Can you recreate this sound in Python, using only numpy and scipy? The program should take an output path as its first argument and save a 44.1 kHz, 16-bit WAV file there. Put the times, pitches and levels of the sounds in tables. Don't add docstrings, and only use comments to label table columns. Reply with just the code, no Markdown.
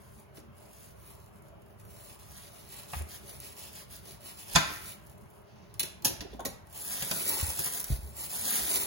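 import sys
import numpy as np
from scipy import signal
from scipy.fft import rfft, irfft, next_fast_len
from scipy.io import wavfile
from scipy.ndimage import uniform_filter1d

SR = 44100
rng = np.random.default_rng(int(sys.argv[2]) if len(sys.argv) > 2 else 0)


def file_out(sig):
    cols = np.atleast_2d(sig).T
    lim = np.clip(cols, -1, 1)
    pcm = np.round(lim * 32767).astype(np.int16)
    wavfile.write(sys.argv[1], SR, pcm)


def undo_db(level):
    steps = np.asarray(level, float) / 20
    return 10 ** steps


N = 390715

# pitch_hz, level_db
AIR_SPECTRUM = [(30, -22.5), (70, 2), (130, 2.5), (260, -16.5), (600, -11.5), (1100, -13), (2000, -23.5),
                (3000, -25), (3700, -36.5), (7000, -40), (16000, -34.5)]
# pitch_hz, width_hz, level_db
DUCT_TONES = [(72, 20, -63), (204, 9.1, -63.5), (328, 25, -69), (411, 47, -67), (397, 12, -69),
              (584, 14, -68), (640, 99, -67)]
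# start_s, length_s, level_db
GRIPS = [(-.06, 0.1, -66.5), (.07, 0.11, -64.5), (.345, 0.04, -58.5), (.55, 0.076, -64), (.66, 0.17, -59.5),
         (.97, 0.12, -59.5), (1.12, 0.11, -67.5), (1.32, 0.053, -71), (1.41, 0.062, -71.5),
         (1.6, 0.023, -72), (1.66, 0.06, -74.5), (1.78, 0.027, -66), (1.84, 0.15, -59.5), (1.99, 0.11, -56),
         (4.65, 0.087, -47.5), (4.77, 0.11, -47.5), (5.03, 0.072, -65), (5.14, 0.1, -71),
         (5.28, 0.094, -71)]
# start_s, length_s, level_db
STROKES = [(2.18, 0.093, -58), (2.25, 0.28, -54.5), (2.5, .17, -56.5), (2.66, 0.21, -51),
           (2.88, 0.14, -47.5), (3.07, 0.12, -48.5), (3.22, 0.18, -52.5), (3.385, 0.15, -50.5),
           (3.55, 0.16, -49.5), (3.71, 0.13, -51), (3.89, 0.11, -52.5), (4.03, 0.14, -52.5),
           (4.21, 0.14, -50.5), (4.35, 0.12, -50.5), (4.47, 0.16, -42.5)]
# start_s, length_s, level_db
SCUFFS = [
    (4.585, 0.29, -57.5),
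    (5.45, 1, -82),
    (6.205, 0.032, -53),
    (6.3, .1, -72),
]
# start_s, length_s, level_db
PULLS = [(6.65, 0.058, -69.5), (6.72, 0.12, -48.5), (6.8, 0.27, -39), (7.08, 0.14, -36),
         (7.22, 0.15, -33.5), (7.33, 0.2, -38), (7.56, 0.058, -37), (7.62, 0.067, -36), (7.7, 0.1, -39),
         (7.86, 0.1, -42.5), (7.95, 0.16, -56), (8.155, 0.1, -41), (8.29, 0.11, -38.5), (8.4, 0.18, -33),
         (8.55, 0.26, -33), (8.7, 0.37, -39.5)]
# middle_db, low_db, lean (under 1 peaks early), steepness, overlap
GRIP_SWELL = (-2.5, -11, 1.82, 1, 0.74)
STROKE_SWELL = (-0.5, -7, 1.02, 1.92, 0.25)
PULL_SWELL = (-4, -8, 1.39, 0.84, 0.3066)
SCUFF_SWELL = (15.5, 4.5, 0.35, 1.5, 0.017)
# pitch_hz, level_db
CREASE_SPECTRUM = [(190, -10.5), (350, -5.5), (700, -5.5), (1400, -8.5), (2200, -6.5), (3500, -3),
                   (5500, -1.5), (7000, -5), (9000, 7), (12000, 2), (15500, 4)]
# start_s, peak_db, middle_db (relative)
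HANDLING_SNAPS = [(1.359, -47, -6), (1.385, -48, -20), (1.484, -50, -20), (1.62, -50, -14), (1.6616, -50, -7),
                  (1.705, -50, -10), (2.197, -40, -20), (1.8517, -41.5, -20), (1.9604, -50, 8),
                  (5.0636, -43.5, -18), (5.0974, -40, -13.5), (5.0252, -50.5, -15), (5.0513, -47.5, -13.5),
                  (5.0686, -40, -18), (5.076, -44.5, -20), (5.117, -46.5, -20), (5.127, -51.5, -19.5),
                  (5.1819, -46, -20), (5.31, -47, -20), (5.2107, -47.5, -19.5), (5.303, -43.5, -13),
                  (5.7407, -37, -9), (6.333, -50, -12), (6.345, -52, -12), (6.357, -52, -20),
                  (6.368, -49, -20), (6.6705, -43.5, -9.5), (6.699, -41.5, -11), (.1491, -50, -12),
                  (.3661, -46, -12), (.6095, -51, -13), (.6374, -50, -16), (.844, -45, -16),
                  (1.0186, -49, -12), (1.1513, -49, -19), (1.9874, -45, -13), (2.0158, -43, -15),
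                  (2.0712, -45, -9), (4.9972, -49, -18), (5.0377, -50, -18), (5.1117, -50, -20),
                  (5.1529, -52, -19), (5.1763, -50, -18), (5.2162, -48, -19), (5.2382, -53, -16),
                  (5.4173, -56, -12),
                  (0.3706, -40.5, -12), (1.076, -40, -8), (1.2012, -44, -16), (1.2613, -44, -23),
                 (1.4217, -46, -16), (1.7982, -43, -10.5), (2.0966, -38, -3), (2.317, -38, -16),
                 (2.379, -35, -5), (2.7237, -33, -3), (2.833, -34, -9), (2.9325, -34, -15),
                 (2.9864, -33.5, -22), (3.021, -30.5, -28), (3.12, -43, -7), (3.266, -43, -16),
                 (3.4018, -26.5, -17), (3.6326, -39, -19), (3.7305, -34.5, -25), (4.5186, -39.5, 13)]
# start_s, peak_db, middle_db (relative)
PEELING_SNAPS = [(6.76, -28.5, -7), (6.7759, -26, -21), (6.8767, -24, -17), (7.0245, -19.5, -14),
                 (7.0489, -22.5, -24), (7.1119, -13, -19), (7.146, -21.5, -25), (7.2551, -22, -18),
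                 (7.2786, -16, -18), (7.294, -10, -20), (7.2905, -16, -22), (7.3347, -26.5, -18),
                 (7.359, -23, -23), (7.397, -22, -1.5), (7.66, -21, -20), (7.726, -25, -21),
                 (7.8296, -26, -20), (7.9017, -32.5, -20), (8.135, -44, -18), (8.1678, -30, -23),
                 (8.394, -22, -22), (8.438, -27.5, -23), (8.556, -20, -20), (8.568, -18, -18),
                 (8.583, -18, -16), (8.6524, -23, -20), (8.7195, -27, -16), (8.758, -21, -17),
                 (8.833, -20, -20), (7.4113, -17.5, -9.5), (7.5915, -15, -25), (7.594, -14, -20),
                 (7.6435, -25, -25), (7.647, -20, -25), (7.645, -20.5, -32), (7.7023, -26, -32),
                 (7.7475, -19, -20), (7.772, -23.5, -31), (7.7979, -21, -14), (7.8418, -18.5, -16),
                 (8.1575, -38, -18), (8.5053, -15, -23), (6.7273, -39, -14), (7.012, -26, -8),
                 (7.6015, -21, -20), (7.6745, -21, -20), (7.737, -22, -19), (7.8019, -16, -23),
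                 (7.812, -25, -20), (8.2082, -26, -17), (8.315, -28, -16), (8.481, -21, -18),
                 (8.5095, -20, -20), (8.526, -21, -20), (8.576, -19, -18), (8.633, -23, -18)]
# start_s, peak_db, brightness_db
CHOPS = [(0.371, -47, 4), (2.9333, -30, -11.5), (2.985, -46, -8.5), (3.011, -43, -20), (4.546, -40, 11.5),
         (4.5505, -31, 15), (4.5545, -21, 10), (4.558, -12.5, 8.5), (4.5613, -18.5, -19),
         (4.5657, -19.5, 1), (4.5701, -18.5, -10), (7.022, -30.5, 8.5), (7.1117, -26.5, 10),
         (7.5903, -35, -18), (7.663, -35.5, -15)]
# pitch_hz, level_db, t60_s
BOARD_MODES = [(146, 21.5, 0.28), (187.6, -21.5, 0.17), (348, 3, 0.14), (435, -3, 0.23), (691, 10.5, 0.068),
               (1001, 0, 0.073), (1300, -15.5, 0.023), (1780, -8.5, 0.027), (2073, -2.5, 0.09),
               (2592, 11, 0.14), (3420, -7, 0.12), (4485, -18.5, 0.047), (6530, -38, 0.018)]
# start_s, peak_db, pitch_hz, t60_s
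THUMPS = [(2.9523, -41, 76, 0.32), (2.9668, -32.5, 76, 0.19), (2.995, -45, 77, 0.25),
          (3.0065, -32, 76, 0.18), (4.564, -50, 108, 0.31), (4.564, -17, 185, 0.04),
          (6.055, -46, 110, 0.69), (6.056, -35, 328, 0.052), (6.2, -36.5, 61.5, 0.12),
          (6.31, -44, 57.3, 0.74), (6.999, -49, 111, 0.14), (7.429, -22, 83.4, 0.1),
          (7.484, -31.5, 72, 0.13), (7.903, -23, 126.3, 0.14), (7.922, -15, 58.4, 0.098),
          (7.99, -24, 50.4, 0.04), (8.62, -43, 62, 0.28), (8.75, -48, 55.4, 0.17), (8.03, -35, 70, 0.39)]
# start_s, peak_db,
# pitch_hz, t60_s
KNOCKS = [(0.38, -44, 316, 0.1), (2.9333, -28, 1700, 0.014), (2.9335, -29, 2600, 0.014),
          (2.942, -38, 940, .015), (2.983, -42, 2500, 0.018), (3.011, -36, 2400, 0.012),
          (4.561, -35, 11900, .1), (4.5617, -18.5, 1600, 0.018), (3.008, -34.5, 400, 0.036),
          (4.56, -21, 1044, 0.06), (4.563, -30, 484, 0.055), (4.565, -27, 1300, .05),
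          (4.572, -27, 1965, .06), (4.558, -19.5, 2450, .04), (4.564, -24, 4700, 0.057),
          (6.052, -34.5, 560, 0.067), (4.7, -40, 330, .1), (4.5615, -9, 3600, 0.018),
          (4.562, -35, 314, 0.18), (6.076, -32, 349, 0.2), (6.213, -33.5, 310, 0.081),
          (6.33, -37, 434, .05), (6.345, -41, 250, 0.089), (6.409, -38, 530, .05),
          (6.426, -45, 1500, 0.025), (7.596, -32.5, 360, 0.07), (7.665, -42, 440, .05),
          (6.248, -38, 380, 0.11), (7.295, -40, 600, 0.1), (6.404, -41, 1100, .04),
          (6.447, -32.5, 760, 0.06), (6.3313, -46, 3470, 0.02), (6.452, -35, 1900, 0.038),
          (5.8, -39, 2300, .06), (5.796, -43, 1600, .04), (5.832, -41, 1700, .05), (6.396, -43, 1500, .04),
          (6.3925, -28.5, 750, 0.04), (6.3941, -42, 3300, .015), (6.3945, -44, 6600, .015),
          (6.4036, -40, 6560, .018), (6.404, -43, 3400, .025), (6.4, -34, 900, .04),
          (0.372, -50, 560, 0.062), (7.36, -40, 620, .08), (7.12, -35, 590, .07)]
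# start_s, peak_db, knock_db (relative), blade_share (0 tip - 1 handle end)
CLINKS = [(5.7946, -12, -26, 0.01), (5.8021, -13.5, -28, .01), (5.81, -29, -11, .05),
          (5.853, -31, -12, .05), (5.8306, -17, -17.5, 0.049), (6.0212, -36, -8, 0.5),
          (6.042, -38.5, 13, 0.88), (6.0466, -11.5, -14.5, 1), (6.0508, -9.5, -21, 1),
          (6.0543, -12.5, -30, 0.57), (6.065, -17, -18, 0.87), (6.0687, -18, -20, 0.35),
          (6.0795, -19.5, -18, 0.69), (6.096, -29.5, -15, 0.56), (6.2088, -46, 7, 0.34),
          (6.215, -38, 2, .4), (6.221, -57, 11, 0.42), (6.335, -46, 3, 0.62), (6.3932, -42, 7, 0.47),
          (6.4038, -35, 3, 0.21), (6.4505, -22, -3, 0.99), (6.455, -18, -9.5, 0.81), (6.463, -24, -10, .9)]
# pitch_hz, level_db, t60_s
TIP_MODES = [(2568, 7.5, 0.05), (2960, 7, 0.051), (3460, 10.5, 0.049), (4114, 12, 0.077), (5800, -3, 0.06),
             (6330, -3.5, .05), (9850, 13.5, 0.08), (11900, -4, 0.065), (11000, 12, 0.06), (12550, 7, 0.07),
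             (15400, -3, 0.06), (15640, -8.5, 0.044)]
# pitch_hz, level_db, t60_s
BLADE_MODES = [(1760, 3, 0.06), (2840, -3.5, 0.074), (4210, 4, 0.1), (3710, 0, 0.06), (5000, -5, 0.06),
               (5670, 6, 0.07), (6000, 3, .06), (6730, 8.5, 0.063), (9860, 12, 0.086), (10400, 8.5, 0.088),
               (12900, 11.5, 0.14), (11800, 17, 0.062), (14500, 2, 0.07), (14800, 8.5, 0.064)]
# pitch_hz, t60_s
KITCHEN_DECAY = [(100, 0.64), (500, 0.44), (1500, 1), (4000, 0.52), (9000, 0.42), (16000, 0.28)]
# pitch_hz, likeness (0 - 1)
LIKENESS = [(60, .9), (200, .8), (400, .3), (1800, .1), (4500, .12), (7000, .5), (7800, .985), (16000, .97)]
# pitch_hz, likeness (0 - 1)
PEELING_LIKENESS = [(60, .9), (200, .8), (400, .3), (1800, .3), (2800, .44), (4500, .15), (7000, .5),
                    (7800, .975), (16000, .96)]
# pitch_hz, lag_cycles
LEFT_LAG = [(0, -.14), (500, -.3), (1200, .1), (2800, .5), (4200, 1), (5200, 1.5), (6500, 2), (7400, 2.31),
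            (8500, 2.5), (11100, 3), (13400, 3.5), (15900, 4)]
# pitch_hz, level_db
BALANCE = [(100, -2), (400, 0.5), (1200, 1), (3500, -1), (5600, -6.5), (6800, 2.5), (16000, .3)]
PHONE_LIMITS = [45, 16050]


def evened(x):
    return x / np.sqrt(np.mean(x ** 2) + 1e-20)


def read(points, hz):
    f, value = np.transpose(points)
    return np.interp(np.log(hz + 1), np.log(f + 1), value)


def add(mix, s, sound):
    part = mix[round(s * SR):][:len(sound)]
    part += sound[:len(part)]


def band(x, lo_hz, hi_hz):
    return signal.sosfilt(signal.butter(2, [lo_hz, hi_hz], "bandpass", fs=SR, output="sos"), x)


def puff(t60, rise_s, count=1):
    t = np.arange(1500) / SR
    envelope = undo_db(-60 * t / t60) * (1 - np.exp(-t / rise_s))
    return np.squeeze(rng.standard_normal((count, len(t))) * envelope)


def chatter(count, length):
    noise = rng.standard_normal((count, length))
    waver = evened(uniform_filter1d(uniform_filter1d(noise, 50, 1), 50, 1))
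    return 1 + .9 * waver * np.minimum(np.arange(length) / 200, 1)


def ring(modes, detune, longest_s):
    t = np.arange(SR // 11) / SR
    hz, db, t60 = np.transpose(modes)[:, :, None]
    level_luck, pitch_luck, phase = rng.standard_normal((3, len(modes), 1))
    fading = undo_db(db + 3 * level_luck - 60 * t / np.clip(t60, .005, longest_s))
    tones = np.sin(2 * np.pi * hz * (1 + detune * pitch_luck) * t + phase)
    out = (fading * chatter(len(modes), len(t)) * tones).sum(0)
    return out / abs(out).max()


def air():
    frames, hz = N // 512 + 5, np.fft.rfftfreq(2048, 1 / SR)
    a, b, c, d, patches = rng.standard_normal((frames, 1025, 5)).T
    patches = evened(uniform_filter1d(uniform_filter1d(patches, 12, 0), 8, 1))
    shape = undo_db(read(AIR_SPECTRUM, hz))
    shape *= undo_db(-55) / np.linalg.norm(shape)
    for f, width, db in DUCT_TONES:
        line = 1 / (1 + (2 * (hz - f) / width) ** 2)
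        shape = np.hypot(shape, undo_db(db) * line / np.linalg.norm(line))
    z = np.array([a + 1j * b, c + 1j * d]) * (shape[:, None] * undo_db(1.9 * patches))
    noise = signal.istft(z, nperseg=2048, noverlap=1536)[1][:, :N]
    return np.linalg.norm(shape) * evened(noise)


def handling():
    t = np.arange(0, N, 32) / SR
    power = np.full((3, len(t)), 1e-12)
    movements = ((GRIPS, GRIP_SWELL), (STROKES, STROKE_SWELL), (PULLS, PULL_SWELL), (SCUFFS, SCUFF_SWELL))
    for moves, (middle_db, low_db, lean, steep, overlap) in movements:
        for start, length, db in moves:
            u = ((t - start) / length + overlap) / (1 + 2 * overlap)
            on = (u > 0) & (u < 1)
            speed = np.sin(np.pi * u[on] ** lean) ** max(steep, 1)
            power[:, on] += (speed * undo_db(db + np.array([[0], [middle_db], [low_db]]))) ** 2
    return [np.interp(np.arange(N) / SR, t, 10 * np.log10(p)) for p in power]


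def drift(depth_db):
    knots = undo_db(depth_db * rng.standard_normal(N // 3500 + 2))
    return np.interp(np.arange(N) / 3500, np.arange(len(knots)), knots)


def film():
    out = np.zeros(N)
    high_db, middle_db, low_db = handling()
    high, middle, low = undo_db(high_db), undo_db(middle_db), undo_db(low_db)
    clumps_db = sum(1.1 * evened(uniform_filter1d(rng.standard_normal(N), size)) for size in (160, 900))
    pops = np.zeros(N)
    pops[rng.integers(0, N, 2500)] = undo_db(3.85 * np.minimum(rng.exponential(1, 2500), 4) - 1.0)
    pops *= undo_db(-.35 * np.clip(high_db + 62, 0, 30))
    for hz in np.geomspace(190, 15500, num=24):
        cycles = np.arange(int(6 * SR / hz) + 12) * hz / SR
        grain = np.sin(2 * np.pi * cycles) * cycles * np.exp(-cycles / 1.09)
        train = np.zeros(N)
        sizes = undo_db(3.0 * np.minimum(rng.exponential(1, 16000), 5))
        train[rng.integers(0, N, 16000)] = sizes * rng.choice([-1., 1.], 16000)
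        flips = evened(signal.oaconvolve(train + pops, grain)[:N])
        swell = high if hz > 7000 else middle if hz > 1600 else low
        out += flips * undo_db(read(CREASE_SPECTRUM, hz) - 6.5) * drift(1.0) * swell
    return out * evened(undo_db(clumps_db))


def snaps():
    out = np.zeros(N)
    s, db, middle_db = np.transpose(HANDLING_SNAPS + PEELING_SNAPS)[:, :, None]
    count = len(s)
    t60 = 0.02 * undo_db(0.1 * (db + 14.0))
    burst = band(puff(0.0045, 0.0003, count), 8000, 18000)
    burst += undo_db(-8.0) * band(puff(t60, 0.0015, count), 7000, 15100)
    burst += undo_db(middle_db - 1.5) * band(puff(2.4 * t60, 0.0045, count), 900, 6000)
    burst *= undo_db(db + 0.6) / abs(burst).max(1, keepdims=True)
    for start, one in zip(s[:, 0], burst):
        add(out, start, one)
    return out


def board():
    chops, thumps = np.zeros(N), np.zeros(N)
    for s, db, bright_db in CHOPS:
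        add(chops, s, undo_db(db - 1.5) * ring(BOARD_MODES, .03, .06))
        add(chops, s, undo_db(db + 6.5) * band(band(puff(0.042, 0.0004), 400, 2800), 240, 2900))
        add(chops, s, undo_db(db + bright_db) * band(puff(.03, .0006), 2600, 8000))
    t = np.arange(SR // 3) / SR
    for s, db, hz, t60 in THUMPS:
        envelope = undo_db(db - 60 * t / t60) * (1 - np.exp(-t / 0.00068))
        add(thumps, s, envelope * np.sin(2 * np.pi * hz * t))
    return chops, thumps


def knocks():
    out, t = np.zeros(N), np.arange(SR // 6) / SR
    for s, db, hz, t60 in KNOCKS:
        envelope = undo_db(db - 60 * t / t60) * (1 - np.exp(-t / 0.0007))
        add(out, s, envelope * chatter(1, len(t))[0] * np.sin(2 * np.pi * hz * t))
    return out


def knife():
    out = np.zeros(N)
    for s, db, knock_db, share in CLINKS:
        share = np.clip(share, 0, 1)
        steel = (1 - share) * ring(TIP_MODES, .02, .06) + share * ring(BLADE_MODES, .015, .09)
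        onset = 1 - np.exp(-np.arange(len(steel)) / 40.)
        add(out, s, undo_db(db - 6.5) * steel * onset)
        add(out, s, undo_db(db + knock_db) * 3 * band(puff(0.087, 0.003), 150, 673))
        add(out, s, undo_db(db - 3.0) * band(puff(0.023, 0.00055), 3100, 21000))
    return out


def echoes(start, length, t60_scale):
    taps = np.zeros((2, length))
    at = np.arange(start, length - 20, 20)
    at = at + rng.integers(0, 20, (2, len(at)))
    np.put_along_axis(taps, at, rng.choice([-1., 1.], at.shape), 1)
    hz, t, z = signal.stft(taps, SR, nperseg=128)
    decay = undo_db(-60 * t / (t60_scale * read(KITCHEN_DECAY, hz)[:, None]))
    tail = signal.istft(z * decay, SR, nperseg=128)[1][:, :length]
    return tail / np.linalg.norm(tail[0])


def scene():
    background = air()
    crackle, folds = film(), snaps()
    chops, thumps = board()
    near = crackle + folds + chops + knocks() + knife()
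    out = near * undo_db([[-13.0], [-1.0]])
    out += thumps + background
    tail = echoes(200, SR * 2 // 3, 0.76)
    out += undo_db(-7.5) * signal.fftconvolve(near[None], tail, axes=1)[:, :N]
    turn = 2 * np.pi * 1.3 * np.arange(N) / SR
    for k in range(3):
        facing = np.sqrt(2 / 3) * np.cos(turn + k * np.pi / 3)
        source = (near - .4 * folds) * facing
        scatter = signal.oaconvolve(source[None], echoes(20, 2048, .075), axes=1)[:, :N]
        out += undo_db([[-2.5], [-11.0]]) * scatter
    return out


def prune(x, under_db, whim_db):
    x = np.pad(x, ((0, 0), (664, 0)))
    sum_difference = np.array([x[0] + x[1], x[0] - x[1]]) / 2
    z = signal.stft(sum_difference, window="cosine", nperseg=2048, noverlap=1024)[2]
    power = (abs(z[:, :1024]) ** 2).reshape(2, 128, 8, -1).mean(2)
    power[:, 12:] = np.repeat(power[:, 12:].reshape(2, 58, 2, -1).mean(2), 2, axis=1)
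    total = power[:, 12:].sum((0, 1))
    steady = total < 5 * np.roll(total, 1)
    whim = evened(uniform_filter1d(rng.standard_normal((64, len(total))), 2, 1))
    whim = np.repeat(whim, 2, axis=0)
    loud_db = 10 * np.log10(total / np.median(total))
    margin_db = under_db + .03 * loud_db - np.linspace(-1.5, 1.5, 128)[:, None]
    margin_db[42:] -= 3 * signal.lfilter([1], [1, -.7], total > 12 * np.roll(total, 2))
    treble_db = 10 * np.log10(power[:, 54:76].mean((0, 1)) / power[:, 13:22].mean((0, 1)))
    margin_db[12:42] -= .72 * np.clip(treble_db - 1, -5, 8)
    needed_db = np.maximum(margin_db + whim_db * whim, 1)
    weak = (power < power[::-1] / undo_db(2 * needed_db)) & steady
    weak[:, :12] = False
    z[:, :1024][np.repeat(weak, 8, axis=1)] = 0
    mid, side = signal.istft(z, window="cosine", nperseg=2048, noverlap=1024)[1][:, 664:N + 664]
    return np.array([mid + side, mid - side])


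def band_limit(x):
    return signal.sosfilt(signal.butter(12, 17100, fs=SR, output="sos"), x)


def record(dry):
    size = next_fast_len(N)
    hz = np.fft.rfftfreq(size, 1 / SR)
    other, right = rfft(dry, size)
    same = np.clip([read(LIKENESS, hz), read(PEELING_LIKENESS, hz)], 0, .995)
    late = np.exp(-2j * np.pi * np.interp(hz, *np.transpose(LEFT_LAG)))
    lean = undo_db(read(BALANCE, hz) / 2)
    low_hz, high_hz = PHONE_LIMITS
    passed = (hz < high_hz) / np.sqrt(1 + (low_hz / (hz + 1)) ** 12)
    left = same * late * right + np.sqrt(1 - same ** 2) * other
    aside, under = irfft(passed * lean * left, size)[:, :N]
    peel_from_s = 6.65
    peel = np.clip((np.arange(N) / SR - peel_from_s) * 10, 0, 1)
    x = np.clip([aside + peel * (under - aside), irfft(passed * right / lean, size)[:N]], -1, 1)
    x = prune(x, under_db=6.0, whim_db=3.6)
    return band_limit(x)


dry = scene()
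out = record(dry)
file_out(out)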